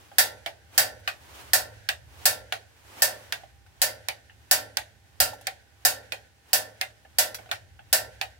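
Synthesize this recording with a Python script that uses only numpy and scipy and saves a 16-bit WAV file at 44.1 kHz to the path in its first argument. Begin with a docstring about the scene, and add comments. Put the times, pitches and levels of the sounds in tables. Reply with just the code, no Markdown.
"""The piezo igniter of a gas water heater, pressed twelve times close to the microphone.
Each press trips a spring hammer whose crack rings the valve, pipes and steel jacket; the button then
snaps back with a duller click. In between, the hand rubs on the housing and the button ticks in its
guide, over a faint room hum."""
import sys
import numpy as np
from scipy import signal
from scipy.fft import rfft, irfft, next_fast_len
from scipy.io import wavfile
from scipy.ndimage import uniform_filter1d

SR = 44100
rng = np.random.default_rng(int(sys.argv[2]) if len(sys.argv) > 2 else 0)


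def transcribe(u):
    """Save the signal u as a 16-bit wav file named by the first command-line argument.

    u: samples, shape (n,) or (channels, n), limited to [-1, 1]; the rate is SR.
    q: integer samples, one column per channel.
    """
    v = np.clip(np.atleast_2d(u).T, -1, 1)
    q = np.round(v * 32767).astype(np.int16)
    wavfile.write(sys.argv[1], SR, q)


N = 369999
RING_SAMPLES = 32768
TIME_S, AGE_S = np.arange(N) / SR, np.arange(RING_SAMPLES) / SR
BINS_HZ = np.fft.rfftfreq(RING_SAMPLES, 1 / SR)


def undb(db):
    """Decibels to gain."""
    return 10 ** (np.asarray(db) / 20)


def unit(x):
    """Scale to rms 1."""
    return x / np.sqrt(np.mean(x ** 2))


def fade(t60_s):
    """Exponential decay."""
    return np.exp(-np.log(1000) * AGE_S / t60_s)


def rise(rise_s):
    """Exponential build-up to 1."""
    return 1 - np.exp(-AGE_S / rise_s)


def pan(db):
    """Channel gains for left minus right dB."""
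    return undb(np.array([[db], [-db]]) / 2)


def colour(x, points):
    """Filter by (f/Hz, level/dB) points joined on a log-frequency axis."""
    hz, db = np.transpose(points)[:2]
    bins_hz = np.fft.rfftfreq(x.shape[-1], 1 / SR) + 1
    gain = undb(np.interp(np.log(bins_hz), np.log(hz), db))
    return irfft(rfft(x) * gain, x.shape[-1])


def noise(points, size, alike_hz=450):
    """Coloured stereo noise of rms 1; long waves reach both channels more alike."""
    mid, side = rng.standard_normal((2, next_fast_len(size)))
    side = colour(side, [(alike_hz / 2, -6), (alike_hz * 2, 0)])
    return unit(colour(np.array([mid + side, mid - side]), points))[:, :size]


def walk(rate_hz):
    """Smooth random wander with a spread near 1."""
    step = int(SR / rate_hz)
    return uniform_filter1d(np.repeat(rng.standard_normal(N // step + 1), step), step)[:N]


def burst(points, t60_s, rise_s):
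    """A knot of modes struck at once: coloured noise that swells and dies."""
    return noise(points, RING_SAMPLES) * fade(t60_s) * rise(rise_s)


def cluster(x, width_hz, ripple_db):
    """Random spectral ripple: modes crowd in places and leave gaps in others."""
    knots_hz = np.arange(400) * width_hz
    ripple = undb(ripple_db * np.interp(BINS_HZ, knots_hz, rng.standard_normal(len(knots_hz))))
    return unit(irfft(rfft(x) * ripple))


def dense_ring(table, build_cycles, width_hz, ripple_db):
    """Countless close modes: each band builds up and dies at its own rate."""
    bands_hz, _, t60s = np.transpose(table)
    spectrum = rfft(cluster(noise(table, RING_SAMPLES), width_hz, ripple_db))
    return sum(irfft(spectrum * np.interp(BINS_HZ, bands_hz, band)) * fade(t60_s) * rise(build_cycles / hz)
               for hz, t60_s, band in zip(bands_hz, t60s, np.eye(len(table))))


def vary(usual, fresh, share):
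    """Part of a blow repeats each time; `share` of its power is new."""
    return np.sqrt(1 - share) * usual + np.sqrt(share) * fresh


def add(out, t_s, sound, db, bass_db=0, treble_db=0):
    """Place a blow; firm or soft contact tips its colour."""
    start, pad = int(t_s * SR), RING_SAMPLES // 8
    tilt = [(850, bass_db), (1450, 0), (3200, 0), (6500, treble_db)]
    sound = colour(np.pad(sound, ((0, 0), (pad, pad))), tilt)[:, pad:-pad]
    out[:, start:start + RING_SAMPLES] += undb(db) * sound[:, :N - start]


# room tones: f/Hz, level/dB
HUM_TONES = [(70, -69), (797, -76.5), (1497, -81.5), (1820, -81.5), (5940, -89)]
# rumble contour: t/s, relative level/dB
RUMBLE_CONTOUR = [(0, -61.5), (2.15, -54.5), (2.7, -63), (3.4, -59), (4.5, -59.5), (6.3, -65), (7.1, -63),
                  (7.75, -55.5), (8.39, -59)]
# hiss spectrum: f/Hz, level/dB
HISS_SPECTRUM = [(30, -4), (150, -1), (220, -1), (430, -3), (600, -8), (780, -6), (1150, -15.5), (1520, -8),
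                 (1800, -7.5), (2400, -9.5), (4000, -12.5), (8000, -17), (15500, -24)]


def room():
    """A low rumble and thin hiss with a few wavering tones."""
    hum = sum(np.sqrt(2) * undb(db + 2 * walk(5.2)) * np.sin(2 * np.pi * hz * TIME_S + 0.63 * walk(9.8))
              for hz, db in HUM_TONES)
    rumble = noise([(25, -16), (45, -20), (64, -0.5), (82, -0.5), (110, -2), (150, -15.5),
                    (250, -35.5), (800, -69.5)], N)
    rumble *= undb(np.interp(TIME_S, *np.transpose(RUMBLE_CONTOUR)) + 2.1)
    hiss = noise(HISS_SPECTRUM, N) * undb(-63 + 0.92 * walk(4.5))
    return pan(-2) * (hiss + rumble + hum)


# grip shifts: peak t/s, level/dB, swell/s, release/s (per 20 dB; a negative pair swaps roles)
GRIP_SHIFTS = [(0.03, -56, -10.6633, 0.7691), (0.748, -47, 0.0508, 0.2328), (1.39, -44.5, 0.314, 0.3992),
               (2.251, -45, 0.2076, 0.0829), (3.02, -42, 0.2526, 0.3918), (6.49, -55, -0.483, -0.0663),
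               (7.39, -51.5, 0.003, 0.1706)]


def grip(squeeze_db=-59.5, squeeze_swell_s=0.3, squeeze_release_s=0.1):
    """Rubbing envelope: each shift of the grip or squeeze on the spring swells and lets go."""
    squeezes = [(t_s, squeeze_db, squeeze_swell_s, squeeze_release_s) for t_s, *_ in HAMMER_BLOWS]
    power = sum(undb(db - 20 * np.maximum((t_s - TIME_S) / swell_s, (TIME_S - t_s) / release_s)) ** 2
                for t_s, db, swell_s, release_s in GRIP_SHIFTS + squeezes)
    return np.sqrt(power)


# skin and cloth spectrum: f/Hz, level/dB
RUB_SPECTRUM = [(120, -36.5), (200, -8.5), (358, -4), (454, -7), (957, -4), (1070, -6.5), (3010, -10),
                (3680, -13), (4100, -14), (15500, -21)]


def hand():
    """Skin and cloth rub unevenly; the sliding thumb stirs the heater around each release."""
    rub = noise(RUB_SPECTRUM, N) * grip() * undb(walk(38))
    load = sum(np.exp(-((TIME_S - t_s + 0.026) / 0.22) ** 2) for t_s, *_ in BUTTON_RETURNS)
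    slide = noise([(300, -22), (560, -1.5), (790, 0.5), (1150, -23.5), (1520, 4), (1800, 1),
                   (2300, -5), (6000, -12), (15000, -24.5)], N)
    return pan(-1.3) * (rub + undb(-57.5 + 3 * walk(25)) * load * slide)


def faint_ticks(lead_s=0.1, db=-33, bass_db=4.5, treble_db=-4.5, ring_hz=1594.9):
    """Random rows like GUIDE_TICKS: the button shifts once under the thumb before each release."""
    chance = rng.standard_normal((len(BUTTON_RETURNS), 4))
    return [(t_s - lead_s * np.exp(0.19 * when), db + 3 * size, bass_db,
             treble_db + 4 * bright, ring_hz * np.exp(0.1 * pitch))
            for (t_s, *_), (when, size, bright, pitch) in zip(BUTTON_RETURNS, chance)]


# plastic button and housing: f/Hz, level/dB, t60/s
BUTTON_BANDS = [(200, -18.5, 0.055), (464.34, -13, 0.3), (793.3, 6.5, 0.15), (1007.2, -15, 0.17),
                (1500, -1, 0.15), (2681.2, -2.5, 0.14664), (4704.7, -7, 0.171), (6940, -10, 0.18),
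                (15020, -11, 0.13)]
# clearest ticks: t/s, level/dB, bass/dB, treble/dB, ring f/Hz
GUIDE_TICKS = [(.115, -24.5, 10.5, -15.5, 1598), (3.435, -24.5, 10.5, -11, 782.9),
               (3.663, -27.5, 2, -8, 1508), (4.297, -22, -2, -28.5, 1820), (5.333, -24.5, 15, 7.5, 856.9),
               (5.411, -25, 4.5, 2, 781.1), (7.050, -24, 8, -20.5, 1752), (7.345, -6.5, -14, 4.5, 931.4),
               (7.386, -17, 7, -14.5, 1501), (7.459, -23.5, 7.5, -23, 1483), (7.491, -21.5, 16, -14, 1474),
               (7.792, -20, 5, -29, 1504)]


def button_ticks():
    """The plastic button ticks lightly in its guide."""
    out = np.zeros((2, N))
    for t_s, db, bass_db, treble_db, hz in GUIDE_TICKS + faint_ticks():
        tick = undb(-24) * dense_ring(BUTTON_BANDS, build_cycles=0.75, width_hz=170, ripple_db=5)
        ring = undb(-26) * np.sin(2 * np.pi * hz * AGE_S) * fade(0.05)
        add(out, t_s, tick * fade(0.3) + ring, db, bass_db, treble_db)
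    return out


# modes of jacket, pipes, valve and hammer spring: f/Hz, level/dB, t60/s
HEATER_MODES = [(283, -19, .8), (527, -6, .52), (577, 0, .48), (619, 2.5, .46), (670, -3, .3),
                (739, 1, .26), (751, 4, .3), (811, -2, .34), (950, -3.5, .3), (1379, -3, .4),
                (1494, -3, .42), (1553, 3, .3), (1625, -3, .3), (1715, -2, .2), (1756, 0.5, .3),
                (1785, 0.5, .25), (1822, -3, .26), (1920, -5, .28), (2825, -6, .18), (4650, -1, .14),
                (4734, 0, .16), (4862, 0, .16), (5058, -2, .15), (5208, -1, .18), (5575, -3, .25),
                (5939, 0, .2), (5946, -24, .7), (8411, -6, .2), (9480, -24, .62), (10298, -5, .21),
                (10636, -4, .19), (11108, -4, .19)]
# wash of weaker modes, with the closet around them: f/Hz, level/dB, t60/s
WASH_BANDS = [(100, -21.5, 0.25), (210, -21.5, 0.88), (303, -9, 0.41), (420, -10.5, 0.67), (640, 7, 0.35),
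              (900, -1.5, .37), (1220, -6, 0.23), (1472.6, 5, 0.28), (1640, -3.5, 0.064),
              (1750.3, 4.5, 0.32672), (2304, -1.5, 0.23747), (3550, -0.5, 0.24916), (4310, -1, .22),
              (4900, 1.5, 0.24), (5470, -1.5, .2), (6900, -2, 0.2015), (15800, -2.5, 0.18)]


def heater(wash, phases, scatter_db=2):
    """The heater rings after one blow: clear modes in a dense wash."""
    modes_hz, db, t60s = np.transpose(HEATER_MODES)
    gains = undb(db + scatter_db * rng.standard_normal(len(db)))
    modes = sum(gain * np.sin(2 * np.pi * hz * AGE_S + phase) * fade(t60_s) * rise(1.2 / hz)
                for hz, gain, t60_s, phase in zip(modes_hz, gains, t60s, phases))
    fresh = dense_ring(WASH_BANDS, build_cycles=13, width_hz=110, ripple_db=3.5)
    return undb(-33) * modes + undb(-12) * vary(wash, fresh, share=0.45)


# tick against the stop: f/Hz, level/dB
STOP_SPECTRUM = [(500, -16), (1600, 4), (4600, 11), (7500, 3), (15000, 1)]
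# button snaps back: t/s, level/dB, treble/dB, ring f/Hz
BUTTON_RETURNS = [(0.4610, -4, -12, 2253), (1.0758, 2.5, -14.5, 1503), (1.8887, 4.5, -8, 1687),
                  (2.5233, 0.5, -12.5, 1465), (3.3233, -0.2985, -4.5, 1583), (4.0849, -0.5, -1.5, 2344),
                  (4.77, 0.7107, 2, 1562), (5.4693, -2.5, 3, 1788), (6.1210, -4, -7, 2445),
                  (6.8120, 1.08, -3, 2501), (7.5134, 1.1268, -11.5, 1484), (8.2129, -0.5, -9, 2553)]


def button_returns(wash, phases):
    """The button snaps back against its stop, ringing its housing and, faintly, the heater."""
    out = np.zeros((2, N))
    usual = dense_ring(BUTTON_BANDS, build_cycles=1, width_hz=70, ripple_db=-5.5)
    for t_s, db, treble_db, hz in BUTTON_RETURNS:
        bass_db = 1.0876 - 0.85 * db  # the low knock hardly grows with the snap
        stop = pan(-3.5) * undb(-13.5) * burst(STOP_SPECTRUM, t60_s=0.01933, rise_s=0.0005)
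        fresh = dense_ring(BUTTON_BANDS, build_cycles=1, width_hz=110, ripple_db=5)
        body = undb(-23) * vary(usual, fresh, share=0.66)
        peak = [(hz / 2, -60), (hz / 1.2, -25), (hz, 0), (hz * 1.2192, -25), (hz * 2, -60)]
        ring = undb(-28) * burst(peak, t60_s=0.09458, rise_s=0.00037)
        # a clean release brightens the first tick more than the ring
        add(out, t_s, stop, db, bass_db, treble_db)
        add(out, t_s, body + ring + undb(-27) * heater(wash, phases), db, bass_db, 0.2 * treble_db - 7.5)
    return out


def jacket(thump_db, held_s, boom_hz=107.13, linger_s=0.19, release_s=0.08):
    """The broad steel panel thumps, then booms until just after the button is let go."""
    spectrum = [(25, -19), (60, 1.5), (130, -5), (300, -22.5), (1000, -67.5)]
    thump = undb(-47 + thump_db) * burst(spectrum, t60_s=0.35, rise_s=0.0069)
    boom = undb(-51.5) * np.sin(2 * np.pi * boom_hz * AGE_S) * fade(2.8)
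    gate = np.clip((held_s + linger_s - AGE_S) / release_s, 0, 1)
    return thump + boom * gate


# hammer crack, hammer ping, valve clank: f/Hz, level/dB
CRACK_SPECTRUM = [(300, -24), (1100, -18), (1750, 2.5), (2300, -2), (3700, 2.5), (4800, 3.5), (6100, -12.5),
                  (10000, 0), (15500, 1)]
PING_SPECTRUM = [(3800, -32), (4450, -6), (4750, 3.5), (5200, -4), (5600, -16.5), (6500, -30)]
CLANK_SPECTRUM = [(1300, -30.5), (1620, -12), (1780, 3.5), (1950, -12), (2500, -32)]
# blows: t/s, level/dB, valve clank/dB, jacket thump/dB
HAMMER_BLOWS = [(0.1833, 0.1459, 7.5, -6), (0.7779, -0.1952, 5, -1), (1.5333, -1.1519, 3.5, 1),
                (2.2550, -0.8075, 1, 5), (3.0203, -1.4915, 3, -18), (3.8170, -3, -10.5, -6),
                (4.5113, -0.5, -1.5, 0.5), (5.2020, -1.744, 1.5, 10.5), (5.85, -1, -2.5, -2.5),
                (6.5312, -1.7065, -9.5, -4.5), (7.185, -1.5, -3.5, -11.5), (7.9280, -1.5, -5, 4)]


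def hammer(wash, phases):
    """The steel hammer cracks against the crystal and shakes the whole heater."""
    out = np.zeros((2, N))
    for (t_s, db, clank_db, thump_db), (return_s, *_) in zip(HAMMER_BLOWS, BUTTON_RETURNS):
        crack = pan(-1.5) * undb(-0.2306) * burst(CRACK_SPECTRUM, t60_s=0.0088, rise_s=0.00086)
        ping = undb(-13.5) * burst(PING_SPECTRUM, t60_s=0.013, rise_s=0.00023)
        clank = undb(-22 + clank_db) * burst(CLANK_SPECTRUM, t60_s=0.14, rise_s=0.0006)
        # the spring trips at the same load each time, so all blows share one tilt
        add(out, t_s, crack + ping + clank + heater(wash, phases), db, bass_db=-1.473, treble_db=3.5)
        add(out, t_s, jacket(thump_db, held_s=return_s - t_s), db=0)
    return out


# stereo balance of the heater: f/Hz, left minus right level/dB
BALANCE = [(250, 0.5), (500, -3.5), (1000, -1.5), (2000, -0.1268), (4000, -2), (8000, -3.5), (12000, 1.5)]


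def igniter():
    """Hammer and button on one heater, a little to the right."""
    wash = dense_ring(WASH_BANDS, build_cycles=9.1, width_hz=90, ripple_db=4.5)
    # each mode reaches the two channels a little out of step
    count = len(HEATER_MODES)
    phases = 2 * np.pi * (rng.random((count, 1, 1)) + 0.4474 * rng.random((count, 2, 1)))
    left, right = hammer(wash, phases) + button_returns(wash, phases) + button_ticks()
    return np.array([colour(left, [(hz, db / 2) for hz, db in BALANCE]),
                     colour(right, [(hz, -db / 2) for hz, db in BALANCE])])


def scene():
    """The igniter, the hand and the room."""
    return igniter() + hand() + room()


# microphone response: f/Hz, level/dB
MIC_RESPONSE = [(20, -17.5), (40, -15), (50, -7.5), (62, -0.5), (16000, -0.5)]


def record(dry):
    """The microphone sheds deep bass, the sharpest cracks clip and the top is cut."""
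    clipped = np.clip(colour(dry, MIC_RESPONSE), -1, 1)
    lowpass = signal.ellip(10, 0.2, 70, 15800, fs=SR, output="sos")
    return signal.sosfilt(lowpass, clipped)


dry = scene()
out = record(dry)
transcribe(out)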